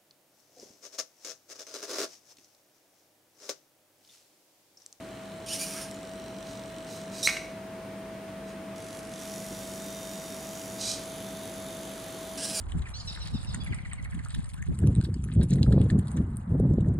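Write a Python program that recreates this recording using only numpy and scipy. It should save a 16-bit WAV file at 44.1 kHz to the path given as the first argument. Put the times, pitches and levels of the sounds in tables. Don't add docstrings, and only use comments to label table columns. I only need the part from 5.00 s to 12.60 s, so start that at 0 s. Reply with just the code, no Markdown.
import sys
import numpy as np
from scipy import signal
from scipy.fft import rfft, irfft
from scipy.io import wavfile

SR = 44100
rng = np.random.default_rng(int(sys.argv[2]) if len(sys.argv) > 2 else 0)


def unload_wav(signal):
    wavfile.write(
        sys.argv[1],
        SR,
        np.round(np.clip(np.atleast_2d(signal).T, -1, 1) * 32767).astype(np.int16),
    )


N = 335160
TIME = np.arange(N) / SR
CONTROL_HZ, CUTOFF_HZ = 47.72, 15750
CLAMP_FRESH, LOADED_FRESH = .4, .55

# pitch_hz, width_hz, level_db
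ARM_BODY = [(1640, 210, -20), (2480, 310, -4.5), (3020, 450, -3), (4360, 1700, -4.5), (5720, 640, 3.5),
            (6860, 760, -2), (8750, 810, -1.5), (9420, 430, 5.5), (10600, 2100, -5), (12400, 1600, -14)]
WRIST_BODY = [(2460, 100, -2), (3060, 280, -4.5), (3960, 220, 6), (4780, 550, 3.5), (5850, 900, 3.5),
              (6820, 470, 4), (8220, 530, 2.5), (9500, 1700, -5.5), (11060, 1400, -7), (13600, 2000, -29)]
LIFT_BODY = [(1620, 56, -4), (2530, 320, -6.5), (3150, 460, -4.5), (4040, 320, -1), (5030, 600, 1),
             (5730, 460, 2.5), (7280, 740, -0.5), (8300, 500, 3), (9360, 930, 1.5), (11100, 1000, -12)]
IDLE_BODY = [(3000, 210, 4.5), (4100, 370, 2), (5700, 700, -5.5), (7600, 1600, -5), (9300, 600, -9)]
CLOSE_BODY = [(2100, 510, -7), (3520, 860, -1), (4640, 670, 0), (6060, 1300, 1), (8400, 1300, -1),
              (10300, 630, 0), (12000, 500, -7)]
CLAMP_BODY = [(2000, 490, -10), (3100, 320, -4.5), (3680, 280, -2.5), (4550, 1070, -5.5), (5840, 560, 1),
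              (6920, 290, 2.5), (8080, 700, -1.5), (10070, 960, -4), (11750, 420, -7), (12350, 400, -5.5),
              (14400, 1400, -11.5)]
LOADED_BODY = [(2000, 790, -14), (3010, 365, -2), (3650, 500, 1), (4540, 510, -1), (6230, 930, -0.5),
               (7140, 300, 0.5), (7620, 120, 1.5), (8500, 500, -2.5), (10080, 700, 1.5), (12200, 220, -5),
               (13100, 500, -13), (14340, 350, -5.5)]
# start_s, level_db, touch_gap_s
KNOCKS = [(2.27387, -8, .00045), (2.2885, -14.5, .0027), (2.297, -24, .0018), (2.3685, -21.5, .0018)]


def moving_servos():
    # rattle_share, surge_share, jitter_share, hiss_db, body
    moves = [(.46, .135, .175, .15, 1049, 2384, -38.5, -1.5, .95, 0.018, .034, -14, ARM_BODY),
             (1.44, 0.059, 0.0089, .14, 910, 1020, -53.5, -7, .97, .018, .04, -14, WRIST_BODY),
             (1.868, 0.069, 0.018, 0.12, 920, 1306, -48, -6, 0.8, 0.023, 0.038, -14, WRIST_BODY),
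             (2.115, 0.058, .15, .1, 1796, 2097, -43, -9, 0.93, .005, 0.0095, -18, WRIST_BODY),
             (3.45, .04, .005, .06, 910, 990, -56.5, -15, .92, .02, .033, -20, WRIST_BODY),
             (5.783, 0.079, 0.038, 0.092, 868, 1099, -33, -15, 0.5, 0.097, .016, -28, WRIST_BODY),
             (7.374, 0.13, .15, .1, 1100, 2520, -36, 1, 0.9, .012, .014, -17, LIFT_BODY)]
    bite_db, pace = gear_load()
    return sum(gear_run(bite_db, pace, *move) for move in moves)


def gear_run(bite_db, pace, start, run_up, cruise, braking, slow_hz, top_hz, level_db, start_db,
             rattle, surge, jitter, hiss_db, body):
    on = (TIME >= start) & (TIME < start + run_up + cruise + braking)
    starting = 1 - ramp(start, run_up)[on]
    stopping = ramp(start + run_up + cruise, braking)[on]
    kick = -surge * np.cos(2 * np.pi * CONTROL_HZ * (TIME[on] - start))
    tooth_hz = (top_hz - (top_hz - slow_hz) * (starting + stopping)) * pace[on]
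    braking_db, surge_db = -26.5, 22
    fade_db = start_db * starting ** 2 + braking_db * stopping ** 2
    level = from_db(level_db + fade_db + surge_db * kick + bite_db[on])
    rattle = np.clip(rattle * from_db(-.7 * bite_db[on]), 0, 1)
    tooth_error_s = 1.1e-5 * drift(670)[on]
    cycles = np.cumsum(tooth_hz * (1 + kick + jitter * drift(149)[on])) / SR
    phase = 2 * np.pi * (cycles + tooth_hz * tooth_error_s)
    teeth = rms_one(sum(np.cos(k * phase + 2 * np.pi * rng.random()) * (k * tooth_hz < CUTOFF_HZ)
                        for k in range(1, 11)))
    drive = (np.sqrt(1 - rattle) * teeth + np.sqrt(rattle) * grit()[on]) * level
    speed = tooth_hz / top_hz
    soft = signal.sosfilt(signal.butter(1, 5000, fs=SR, output="sos"), drive)
    brush_hiss = housing(rng.standard_normal(N)[on], [(12200, 5300, 0)]) * speed ** 2
    out = np.zeros(N)
    out[on] = housing(soft + (drive - soft) * speed, body) + brush_hiss * level * from_db(hiss_db)
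    return out


def gear_load():
    # start_s, fade_s, length_s, gain_db, slowdown_share
    bites = [(.476, 0.01, .095, 5, 0.025), (0.522, .012, 0.03, 5, 0.0075), (0.582, 0.023, .072, 7, .025),
             (0.808, 0.0053, 0.038, 4, 0.031), (2.226, .005, .051, 16, .135),
             (2.243, 0.0092, 0.025, 1.5, 0.0023), (5.808, 0.0037, .01, 3.5, 0),
             (5.911, 0.0034, 0.0088, 4, 0), (7.424, 0.0066, 0.039, 5.5, 0.021),
             (7.538, 0.018, 0.18, 6, 0.079)]
    gain_db, pace = 0, 1
    for start, fade, length, db, slowdown in bites:
        gain_db = gain_db + db * (ramp(start, fade) - ramp(start + length - fade, fade))
        progress = ramp(start, length)
        drag = progress * (1 - progress) ** 3
        pace = pace * (1 - slowdown * drag / drag.max())
    return gain_db, pace


def holding_servos():
    # start_s, end_s, swell_s, level_db, pulse_s, pulse_db, rebound_db, fresh_share, body
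    holds = [(.005, 2.2, 0, -59, .002, 11, -16, .8, IDLE_BODY),
             (3.7614, 4.01, .23, -48.5, .0036, 10, -12, .9, CLOSE_BODY),
             (4.031, 4.113, 0, -53, .0033, 10, -12, .9, CLOSE_BODY),
             (4.1175, 4.235, 0, -48.5, .0037, 10, -12, .9, CLOSE_BODY),
             (4.1926, 5.383, .06, -46, .0028, 7.5, -6, CLAMP_FRESH, CLAMP_BODY),
             (5.386, 5.83, 0, -45.8, .0023, 7.5, -6, CLAMP_FRESH, CLAMP_BODY),
             (5.8896, 7.385, .11, -47.5, .0023, 7, -8, LOADED_FRESH, LOADED_BODY)]
    # pitch_hz, width_hz, level_db
    rebound_body = [(3620, 110, 1), (10550, 380, 1)]
    swell_db = 4.5
    out = np.zeros(N)
    for start, end, swell_s, level_db, pulse_s, pulse_db, rebound_db, fresh, body in holds:
        on = (TIME > start - pulse_s) & (TIME < end)
        from_pulse_s = np.abs(((TIME[on] - start) * CONTROL_HZ + .5) % 1 - .5) / CONTROL_HZ
        burst = np.exp(-(2 * from_pulse_s / pulse_s) ** 2)
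        spring = np.exp(-((from_pulse_s - .5 / CONTROL_HZ) / .0018) ** 2)
        push = rms_one(np.sqrt(1 + from_db(pulse_db) ** 2 * burst))
        effort_db = level_db - swell_db * (1 - ramp(start, swell_s)[on])
        chatter = repeating_chatter(memory=.89, fresh=fresh)[on] * from_db(effort_db)
        out[on] += housing(push * chatter, body)
        out[on] += from_db(rebound_db) * housing(spring * chatter, rebound_body)
    return out


def repeating_chatter(memory, fresh):
    period = round(SR / CONTROL_HZ)
    patterns = rng.standard_normal((N // period + 1, period))
    patterns[1:] *= np.sqrt(1 - memory ** 2)
    repeated = signal.lfilter([1], [1, -memory], patterns, axis=0).ravel()[:N]
    return np.sqrt(1 - fresh) * repeated + np.sqrt(fresh) * rng.standard_normal(N)


def twitches(decay_s, low_db, high_db):
    # start_s, length_s, level_db, brightness_db
    bouts = [(.462, .01, -37, 1), (0.912, .01, -37.5, 7), (0.944, .01, -38, 5), (.9887, .3, -37.5, 0),
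             (1.343, .3, -36.5, -4), (1.658, .26, -38, -1), (2.015, .115, -39, -1)]
    # pitch_hz, width_hz, level_db
    low_body = [(3300, 440, -2), (4070, 460, 0.5), (5770, 440, 1)]
    high_body = [(8000, 1100, 4), (9100, 900, -12)]
    swing_back_db, spread_db = -4, 2.2
    starts, db, bright_db = np.transpose([
        (start + k / CONTROL_HZ, level_db + swing_back_db * (k % 2), bright)
        for start, length, level_db, bright in bouts for k in range(int(length * CONTROL_HZ) + 1)])
    low_noise, high_noise = rng.standard_normal((2, N))
    db = db + spread_db * rng.standard_normal(N)[:len(starts)]
    low = low_noise * fading_hits(zip(starts, db + low_db), decay_s)
    high = high_noise * fading_hits(zip(starts, db + bright_db + high_db), decay_s)
    return housing(low, low_body) + housing(high, high_body)


def gripper_knocks(low_cut_hz, touch_loss_db):
    # pitch_hz, level_db, ring_s (time to fade by 60 dB)
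    notes = [(1380, -23, 0.082), (1555, -20, .04), (2200, -13.5, 0.02), (2250, -38.5, 0.38),
             (2170, 0, 0.005), (2468, -32, 0.13), (2760, -21, 0.03)]
    touches = clicks((s + k * gap, db - k * touch_loss_db) for s, db, gap in KNOCKS for k in range(3))
    blows = signal.sosfilt(signal.butter(1, low_cut_hz, "high", fs=SR, output="sos"), touches + 1e-18)
    out = 0
    for hz, db, ring_s in notes:
        decay, angle = from_db(-60 / (ring_s * SR)), 2 * np.pi * hz / SR
        ring = signal.lfilter([0, np.sin(angle)], [1, -2 * decay * np.cos(angle), decay ** 2],
                              blows + 1e-18)
        out = out + from_db(db) * ring
    return out


def jolted_gears(level_db, decay_s):
    jolts = fading_hits([(s, db + level_db) for s, db, _ in KNOCKS], decay_s)
    return housing(jolts * grit(), WRIST_BODY)


def frame_shudder():
    # time_s, level_db
    levels = [(.5, -59), (.6, -57), (.745, -53), (.76, -46), (.8, -49), (.9, -66)]
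    # pitch_hz, width_hz, level_db
    frame_body = [(850, 200, -8), (1260, 130, 0), (1610, 45, 7), (2270, 300, -4)]
    on = (TIME >= levels[0][0]) & (TIME <= levels[-1][0])
    return housing(gain_curve(levels) * on * rng.standard_normal(N), frame_body)


def gear_squeals():
    # middle_s, length_s, pitch_hz, level_db, wobble_share
    squeals = [(.52, .043, 2990, -40.5, .034), (.946, .008, 7000, -50, .02), (.963, .0073, 7150, -51, .02),
               (1.22, .6, 5750, -66, .02), (5.0, .85, 3674, -59.5, .0025)]
    out = 0
    for middle, length, hz, db, wobble in squeals:
        phase = 2 * np.pi * np.cumsum(hz * (1 + wobble * drift(102.6))) / SR
        swell = np.exp(-(2 * (TIME - middle) / length) ** 2)
        out = out + np.sqrt(2) * from_db(db) * swell * np.sin(phase)
    return out


def room(x, echo_db, side_db, ring_s, treble_ring_s, split_hz):
    t = TIME[:SR * 3 // 4]
    mid, side = rng.standard_normal((2, len(t)))
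    echoes = (mid + from_db(side_db) * side * [[1], [-1]]) * (t > .004)
    low = signal.sosfilt(signal.butter(1, split_hz, fs=SR, output="sos"), echoes)
    tail = low * 1000 ** (-t / ring_s) + (echoes - low) * 1000 ** (-t / treble_ring_s)
    tail = tail / np.sqrt(np.sum(tail ** 2) / 2)
    return x + from_db(echo_db) * signal.fftconvolve(x.mean(axis=0)[None], tail, axes=1)[:, :N]


def ventilation_hum():
    # pitch_hz, level_db, waver_share
    hum = [(101.6, -60, 0.83), (118.5, -59.5, 0.87), (169.3, -60, 0.97), (197.5, -49.5, 0.52),
           (245, -62.5, 1), (280.4, -57, 0.71), (649.8, -44.5, 0.086)]
    # time_s, gain_db
    swell = [(0, -2.5), (1.0, -0.5), (7.6, 0.5)]
    return tones(hum, waver_hz=4.1) * gain_curve(swell)


def ventilation_air():
    # pitch_hz, level_db
    spectrum = [(25, -27), (40, -13), (52, 1), (72, -7), (115, -5.5), (175, 2.5), (230, 0), (310, 0.5),
                (480, -4), (1000, -10), (2200, -14.5), (4500, -25), (9000, -30), (15500, -36)]
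    # time_s, level_db
    levels = [(0, -45.5), (7.6, -43.5)]
    # pitch_hz, side_db
    width = [(60, -22), (150, -20.5), (380, -11), (950, -4.5), (2380, -7), (5980, -2), (15000, -8.5)]
    mid, side = (rms_one(colour(noise, spectrum)) for noise in rng.standard_normal((2, N)))
    return gain_curve(levels) * (mid + colour(side, width) * [[1], [-1]])


def electronics_whine():
    # pitch_hz, level_db, waver_share
    whine = [(8570, -75.5, .4), (9060, -78, .4), (9170, -71, .4), (9265, -76, .4), (9365, -77, .4)]
    return tones(whine, waver_hz=8.8)


def tones(rows, waver_hz):
    out = 0
    for hz, db, waver in rows:
        phase = 2 * np.pi * (hz * TIME + rng.random())
        strength = np.sqrt(2 * (1 - waver ** 2)) + waver * drift(waver_hz)
        out = out + from_db(db) * (strength * np.cos(phase) + waver * drift(waver_hz) * np.sin(phase))
    return out


def housing(x, body):
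    out, power = 0, 0
    for k, (hz, width_hz, db) in enumerate(body):
        decay, angle = np.exp(-np.pi * width_hz / SR), 2 * np.pi * hz / SR
        gain = (1 - decay ** 2) / 2
        ring = signal.lfilter([gain, 0, -gain], [1, -2 * decay * np.cos(angle), decay ** 2], x + 1e-18)
        out = out + (-1) ** k * from_db(db) * ring
        power += gain * from_db(db) ** 2
    return out / np.sqrt(power)


def grit():
    return rms_one(rng.standard_normal(N) * from_db(3 * drift(600)))


def drift(rate_hz):
    r = np.exp(-2 * np.pi * rate_hz / SR)
    return rms_one(signal.lfilter([1], [1, -2 * r, r * r], rng.standard_normal(N + SR // 2))[-N:])


def clicks(events):
    out = np.zeros(N)
    for start, db in events:
        out[round(start * SR)] += from_db(db)
    return out


def fading_hits(events, decay_s):
    return signal.lfilter([1], [1, -np.exp(-1 / (decay_s * SR))], clicks(events) + 1e-18)


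def colour(x, points):
    hz, db = np.transpose(points)
    bins_hz = np.maximum(np.fft.rfftfreq(N, 1 / SR), 1)
    return irfft(rfft(x) * from_db(np.interp(np.log(bins_hz), np.log(hz), db)), N)


def gain_curve(points):
    return from_db(np.interp(TIME, *np.transpose(points)))


def ramp(start, length):
    return np.clip((TIME - start) / max(length, 1 / SR), 0, 1)


def from_db(db):
    return 10 ** (np.asarray(db) / 20)


def rms_one(x):
    return x / np.sqrt(np.mean(x ** 2) + 1e-20)


def scene():
    # pitch_hz, left_minus_right_db
    balance = [(1000, -3), (2200, -3.5), (4500, -4.5), (8000, -1.2), (12000, -1)]
    # left_db, right_db
    ears_db = [.25, -.25]
    robot = moving_servos() + holding_servos() + twitches(decay_s=.0013, low_db=-7, high_db=-8)
    robot += gripper_knocks(low_cut_hz=1500, touch_loss_db=4.5) + frame_shudder() + gear_squeals()
    robot += jolted_gears(level_db=-18.5, decay_s=.011)
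    stereo = np.array([colour(robot, [(hz, ear * db / 2) for hz, db in balance]) for ear in (1, -1)])
    background = ventilation_hum() + electronics_whine() + ventilation_air()
    in_room = room(stereo, echo_db=-6.5, side_db=-9.5, ring_s=.53, treble_ring_s=.4, split_hz=6400)
    return in_room + background * from_db(ears_db)[:, None]


def record(dry):
    return signal.sosfilt(signal.ellip(12, .1, 80, CUTOFF_HZ, fs=SR, output="sos"), dry)


dry = scene()
out = record(dry)
unload_wav(out)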